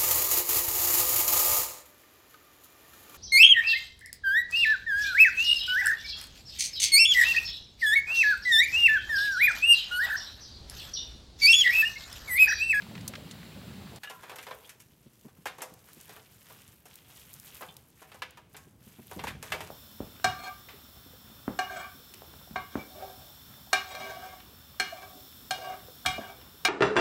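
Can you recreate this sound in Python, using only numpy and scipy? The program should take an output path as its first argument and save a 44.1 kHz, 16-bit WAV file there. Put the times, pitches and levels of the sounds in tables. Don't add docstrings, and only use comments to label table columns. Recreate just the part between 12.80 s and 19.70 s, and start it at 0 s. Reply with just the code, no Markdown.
import sys
import numpy as np
from scipy import signal
from scipy.fft import rfft, irfft, next_fast_len
from scipy.io import wavfile
from scipy.ndimage import uniform_filter1d

SR = 44100
rng = np.random.default_rng(int(sys.argv[2]) if len(sys.argv) > 2 else 0)


def persist_wave(psi):
    counts = np.round(np.clip(psi, -1, 1) * 32767).astype(np.int16)
    wavfile.write(sys.argv[1], SR, np.atleast_2d(counts).T)


N = 304371
TIME = np.arange(N) / SR
AGE = TIME[:SR * 3 // 5]
STOVE_END_S = 1.19


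def undb(db):
    return 10 ** (np.asarray(db) / 20)


def unit(x):
    return x / np.sqrt(np.mean(x ** 2))


def peak(x, db, size=256):
    return x * undb(db) / np.sqrt(uniform_filter1d(x ** 2, size).max())


def curve(rows):
    return undb(np.interp(TIME, *np.transpose(rows)))


def decay(t60_s, age_s=AGE):
    return np.exp(-np.log(1000) * age_s / t60_s)


def add(out, start_s, x):
    i = max(int(start_s * SR), 0)
    out[i:i + len(x)] += x[:N - i]


def band(x, lo_hz, hi_hz, order=2):
    top_hz = min(hi_hz, SR / 2 - 1000)
    edges_hz = [min(lo_hz, top_hz / 2), top_hz]
    return signal.sosfilt(signal.butter(order, edges_hz, "band", fs=SR, output="sos"), x)


def colour(x, points):
    n = 2 * next_fast_len(len(x) // 2 + 2048)
    hz, db = np.transpose(points)
    bins_hz = np.arange(n // 2 + 1) * SR / n
    gain = undb(np.interp(np.log(bins_hz + 1), np.log(hz), db))
    cepstrum = irfft(np.log(gain))
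    cepstrum[1:n // 2] *= 2
    cepstrum[n // 2 + 1:] = 0
    return irfft(rfft(x, n) * np.exp(rfft(cepstrum)))[:len(x)]


def walk(rate_hz):
    knots_s = np.arange(0, N / SR + 1, 1 / rate_hz)
    return unit(np.interp(TIME, knots_s, rng.standard_normal(len(knots_s))))


def noise():
    return rng.standard_normal(N)


def hiss():
    return rng.standard_normal(len(AGE))


def grains(rate_hz, spread_db):
    size = undb(spread_db * np.minimum(rng.exponential(size=N), 5))
    return unit((rng.random(N) < rate_hz / SR) * size * noise())


def ticks(rows, t60_s, spread, tail_db, tail_t60_s):
    out = np.zeros(N)
    for start_s, db, hz in rows:
        click = hiss() * (decay(t60_s) + undb(tail_db) * decay(tail_t60_s))
        add(out, start_s, peak(band(click, hz / spread, hz * spread), db, size=64))
    return out


def moves(rows, attack_s, release_s):
    power = np.zeros(N)
    for start_s, length_s, db in rows:
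        swell = np.clip(1 + (TIME - start_s) / attack_s, 0, 1)
        settle = np.exp(-np.maximum(TIME - start_s - length_s, 0) / release_s)
        power += (undb(db) * swell * settle) ** 2
    return np.sqrt(power)


# (frequency [Hz], gain [dB])
AIR_COLOUR = [(40, -2), (130, 9), (400, 1.5), (800, -8.5), (1800, -13), (5000, -19.5), (13700, -19.5),
              (16000, -17)]
# (time [s], level [dB])
DRAUGHT_LEVEL = [(1.2, -67.5), (6.28, -61.5), (6.4, -46.5), (6.9, -56.5)]


def outdoors(air_db=-65.5):
    air = unit(colour(noise(), AIR_COLOUR)) * undb(air_db + walk(2.46) / 2)
    draught = unit(band(noise(), 56, 175)) * curve(DRAUGHT_LEVEL) * undb(2 * walk(19))
    return air + draught


# (frequency [Hz], gain [dB])
STOVE_COLOUR = [(40, -19), (65, -5), (200, 0), (320, -12), (550, -19), (1200, -23.5), (4200, -22.5),
                (5600, -32), (7000, -34), (7400, -27.5), (8000, -34.5), (15000, -34)]


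def stove(level_db=-46, flutter_db=2, flutter_hz=21.32, stop_s=0.0053):
    flame = unit(colour(noise(), STOVE_COLOUR)) * undb(level_db)
    roar = signal.sosfiltfilt(signal.butter(2, 450, fs=SR, output="sos"), flame)
    jet = flame - roar
    alight = np.clip((STOVE_END_S - TIME) / stop_s, 0, 1)
    return (jet + roar * undb(flutter_db * walk(flutter_hz))) * alight


def simmer(max_db=-45.5, range_db=14, lo_hz=400, hi_hz=3500, burst_s=0.035, bursts=60, bubbles=7):
    out = np.zeros(N)
    for when, pitch in rng.random((bursts, 2)):
        for lag, detune, faint in rng.random((bubbles, 3)):
            hz = lo_hz * (hi_hz / lo_hz) ** pitch * 2 ** (detune - 0.5)
            t60_s = 14 / hz
            phase = 2 * np.pi * hz * AGE * (1 + AGE / t60_s / 20)
            start_s = when * (STOVE_END_S - burst_s) + lag * burst_s
            add(out, start_s, np.sin(phase) * decay(t60_s) * undb(max_db - range_db * faint))
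    return out


# (time [s], level [dB], centre [Hz])
PAN_POPS = [(0.020, -41.5, 2200), (0.153, -40.5, 2080), (0.178, -41.5, 1680), (0.209, -48, 4260),
            (0.2785, -30, 6800), (0.3365, -37, 1680), (0.354, -36.5, 2300), (0.511, -39, 4550),
            (0.63, -45.5, 1900), (1.160, -44, 6000)]


def pops():
    return ticks(PAN_POPS, t60_s=0.037, spread=1.77, tail_db=-26, tail_t60_s=0.13)


# (frequency [Hz], gain [dB])
SLIDE_COLOUR = [(240, -7), (400, 9), (826, 2), (1900, 1), (3020, 3.5), (4380, -1.5), (10000, -1),
                (13500, 5), (16000, -5)]
# (start [s], length [s], level [dB])
RUSTLE_STROKES = [(1.24, 0.62, -59.5), (3.09, 0.25, -56), (3.46, 0.47, -61.5), (3.66, 0.13, -58),
                  (4.12, 0.062, -57.5), (4.3, 0.3, -56), (4.67, 0.16, -53.5), (5.2, 0.11, -62),
                  (5.74, 0.097, -65.5), (6.04, 0.19, -60), (6.32, 0.08, -55), (6.67, 0.21, -54.5)]


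def rustle(smooth_db=-4, flick_db=8, flick_t60_s=0.0051, held_db=-68, held_end_s=5.4):
    edges_hz = np.geomspace(900, 17000, 9)
    creases = np.zeros(N)
    for lo_hz, hi_hz in zip(edges_hz, edges_hz[1:]):
        bend_db = 2 * walk(50) + 1.5 * walk(10)
        creases += band(grains(rate_hz=2500, spread_db=4.2), lo_hz, hi_hz) * undb(bend_db)
    slide = unit(colour(creases + undb(smooth_db) * noise(), SLIDE_COLOUR))
    flicks_hz = 16 * np.exp(walk(10))
    flicks = (rng.random(N) < flicks_hz / SR) * rng.random(N)
    folds = signal.fftconvolve(flicks, decay(flick_t60_s))[:N]
    buckle = undb(flick_db) * folds * unit(band(noise(), 4000, 21050))
    strokes = moves(RUSTLE_STROKES, attack_s=0.069, release_s=0.1)
    held = undb(held_db + walk(30)) * (TIME < held_end_s)
    return (slide + buckle) * np.hypot(strokes, held) * undb(walk(45))


# (time [s], level [dB])
HAND_BUMPS = [(2.262, -50.5), (2.45, -45), (2.466, -49.5), (2.585, -52), (2.917, -50), (3.17, -52.5),
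              (5.87, -52), (6.068, -50), (6.189, -45), (6.366, -38), (6.381, -41), (6.438, -44),
              (6.479, -42), (6.551, -44)]


def bumps(hz=190, length_s=0.006, spread=1.86, rub_db=-3):
    out = np.zeros(N)
    for start_s, db in HAND_BUMPS:
        pitch_hz = hz * spread ** (rng.random() - 0.5)
        rub = undb(rub_db) * unit(band(hiss(), hz / spread, hz * spread))
        thud = np.sin(2 * np.pi * pitch_hz * AGE) + rub
        add(out, start_s - length_s / 2, peak(thud * AGE * np.exp(-AGE / length_s), db))
    return out


# (time [s], level [dB], centre [Hz])
CLICKS = [(2.412, -54, 9000), (2.939, -45, 11300), (3.1324, -44, 8600), (3.2116, -41, 12300),
          (4.1407, -48, 8000), (4.156, -40.5, 11100), (4.539, -38.5, 11100), (4.5988, -38.5, 12400),
          (4.925, -53, 15000), (4.967, -40, 8400), (5.5076, -48.5, 8000), (6.039, -58, 9000),
          (6.627, -37.5, 3390)]


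def clicks():
    return ticks(CLICKS, t60_s=0.01, spread=2.2, tail_db=-19, tail_t60_s=0.07)


FIREBOX_HZ = [432, 511, 635, 762, 964, 1455, 1625, 1768, 2303, 2625, 3104, 3472, 3612, 4017, 4352, 4802]


def firebox(lowest_t60_s=0.38):
    rings = []
    for hz in FIREBOX_HZ:
        ring = np.exp(2j * np.pi * hz * AGE) * decay(lowest_t60_s * np.cbrt(FIREBOX_HZ[0] / hz))
        rings.append(ring / (1 + (hz / 4000) ** 2))
    return np.array(rings)


# (frequency [Hz], gain [dB])
BLOW_COLOUR = [(100, -26), (280, -6), (420, -1), (850, 1.5), (1300, -1), (1900, -4), (2400, -1), (3300, -3),
               (4300, -10), (9000, -15), (13500, -14), (16000, -23)]


def rough_contact(x):
    return colour(x, BLOW_COLOUR)


# (start [s], length [s], level [dB])
LUMP_DRAGS = [(1.43, 0.1, -52), (3.3, 0.064, -58.5), (6.47, 0.025, -43.5), (6.65, 0.071, -54)]


def scrape(flutter_db=2, steel_db=-15):
    slips = grains(rate_hz=1100, spread_db=2.8) + noise() / 2
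    steel = firebox().imag.sum(0)
    effort = moves(LUMP_DRAGS, attack_s=0.044, release_s=0.025) * undb(flutter_db * walk(29))
    pile = unit(rough_contact(signal.fftconvolve(slips, hiss() * decay(0.012))[:N])) * effort
    ring = signal.fftconvolve(slips * effort, steel / np.linalg.norm(steel))[:N]
    return band(pile + undb(steel_db) * ring, 310, 6700, order=1)


def dense_modes(t60_at_2khz_s, lo_hz, hi_hz, count):
    age = AGE[:len(AGE) // 2]
    steps = (np.arange(count) + rng.random(count)) / count
    hz = lo_hz * (hi_hz / lo_hz) ** steps[:, None]
    tones = np.sin(2 * np.pi * (hz * age + rng.random((count, 1))))
    rings = tones * decay(t60_at_2khz_s / np.sqrt(hz / 2000), age)
    return np.pad(rings.sum(0), (0, len(AGE) - len(age)))


# (time [s], level [dB], lower mode [Hz], upper mode [Hz], t60 [s])
PITCHED_RINGS = [(1.233, -43, 1700, 2830, 0.25), (1.273, -43.5, 1696, 2880, 0.15),
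                 (1.303, -48.5, 1008, 1386, 0.67), (1.668, -45.5, 519, 1010, 0.51),
                 (1.709, -44, 766, 1036, 0.12), (1.846, -53.5, 3250, 3500, 0.11),
                 (2.657, -39, 826, 1015, 0.082), (2.66, -38, 1620, 2120, 0.18),
                 (4.886, -49.5, 3140, 3520, 0.11), (5.421, -37, 1045, 1710, 0.073),
                 (5.748, -58, 1090, 1603, 0.5), (6.44, -32.5, 604, 870, 0.027),
                 (6.471, -34, 840, 965, 0.027), (6.724, -42.5, 422, 910, 0.45)]


def pitched_rings(rough=0.44, side_db=-4):
    out = np.zeros(N)
    for start_s, db, lower_hz, upper_hz, t60_s in PITCHED_RINGS:
        ring = np.zeros(len(AGE))
        for hz in (lower_hz, upper_hz):
            phase_wobble = rough * walk(160)[:len(AGE)]
            level_wobble = 1 + rough * walk(160)[:len(AGE)]
            ring += np.sin(2 * np.pi * hz * AGE + phase_wobble) * level_wobble
        ring *= decay(t60_s)
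        cluster = dense_modes(t60_s, lower_hz / np.sqrt(2), upper_hz * np.sqrt(2), count=10)
        both = peak(ring, 0) + peak(cluster, side_db)
        add(out, start_s, peak(band(both, 250, 4200, order=4), db))
    return out


def rock(x, count=3, mean_gap_s=0.0051, loss_db=-13):
    out = x.copy()
    lags_s = np.cumsum(mean_gap_s * (0.5 + rng.random(count)))
    for k, lag_s in enumerate(lags_s, 1):
        i = max(int(lag_s * SR), 1)
        out[i:] += undb(k * loss_db) * x[:-i]
    return out


# (time [s], knock level [dB], clack over the knock [dB], crack over the knock [dB])
KNOCK_BLOWS = [(1.234, -51.5, 11, 4), (1.298, -46, -2, -1), (1.432, -46.5, -7, -9),
               (1.495, -44, -2.5, -7.5), (1.516, -48, -6, -11), (1.558, -49.5, -0.5, 3),
               (1.585, -50, 6.5, -1), (1.628, -62, 13, 13), (1.667, -47, 1, -7.5), (1.709, -41.5, -4, -18),
               (1.893, -66.5, 17, 19), (2.001, -72.5, 15.5, 20), (2.481, -58.5, -10, -9),
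               (2.656, -36, -3, -7.5), (2.667, -43.5, 5.5, -0.5), (2.783, -46, -10.5, -6),
               (2.806, -48.5, 0, -14), (2.819, -40.5, -4, 3.5), (3.294, -49.5, -7, -5),
               (3.363, -54, -1, -6), (3.698, -53.5, -6, -7), (4.055, -55, -4.5, 2), (4.809, -44, -10, -8),
               (4.821, -40.5, -6.5, -24), (5.217, -50.5, -9, -7), (5.317, -53, 1.5, -8),
               (5.344, -51, -6, -5), (5.42, -43.5, 7, -4), (5.572, -51.5, -3.5, -7), (5.745, -53, 0.5, -19),
               (5.766, -62.5, 10, 15.5), (6.312, -42.5, -8.5, -8), (6.392, -41, -1, -25),
               (6.438, -41.5, -2.5, -2.5), (6.47, -47.5, 9.5, -1), (6.479, -56, 16.5, 10),
               (6.627, -45, -0.5, 2.5), (6.72, -34.5, 5, -4), (6.739, -41.5, -25, -16),
               (6.805, -38, -4.5, -8)]


def knocks(t60_s=0.16, strike_db=1, strike_t60_s=0.082, clink_db=-4, steel_db=-9, tail_db=-16,
           tail_t60_s=0.74, glassy_db=-9.5, scatter_db=3, rise_s=0.00012):
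    out = np.zeros(N)
    modes = firebox()
    contact = decay(t60_s) + undb(strike_db) * decay(strike_t60_s)
    for start_s, db, clack_db, crack_db in KNOCK_BLOWS:
        mode_gain = undb(scatter_db * rng.standard_normal(len(modes)))
        mix = mode_gain * np.exp(2j * np.pi * rng.random(len(modes)))
        steel = peak((mix @ modes).imag, steel_db)
        crunch = peak(rough_contact(hiss() * contact), 0)
        tail = rough_contact(hiss() * decay(tail_t60_s))
        clatter = peak(band(tail, 160, 7400, order=1), tail_db)
        clink = peak(band(dense_modes(t60_s, 700, 6000, count=22), 1440, 3700, order=1), clink_db)
        push = 1 - np.exp(-AGE * undb(clack_db) / rise_s)
        blow = rock(crunch + clink + steel + clatter) * push
        glassy = peak(dense_modes(t60_s, 5000, 14000, count=10), glassy_db)
        crack = peak(rough_contact(hiss() * contact), 0) + clatter + glassy
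        add(out, start_s, peak(band(blow, 150, 1250, order=4), db))
        add(out, start_s, peak(band(blow, 1450, 5600, order=4), db + clack_db))
        add(out, start_s, peak(band(crack, 5600, 15000, order=3), db + crack_db))
    return out


def scene():
    cooking = stove() + simmer() + pops()
    handling = (rustle() + scrape()) * (TIME > STOVE_END_S) + bumps() + clicks()
    charcoal = pitched_rings() + knocks()
    return (outdoors() + cooking + handling + charcoal)[None]


def record(dry):
    thin = signal.sosfilt(signal.butter(3, 45, "high", fs=SR, output="sos"), dry)
    return signal.sosfilt(signal.ellip(8, 0.2, 70, 15700, fs=SR, output="sos"), thin)


dry = scene()
out = record(dry)
persist_wave(out)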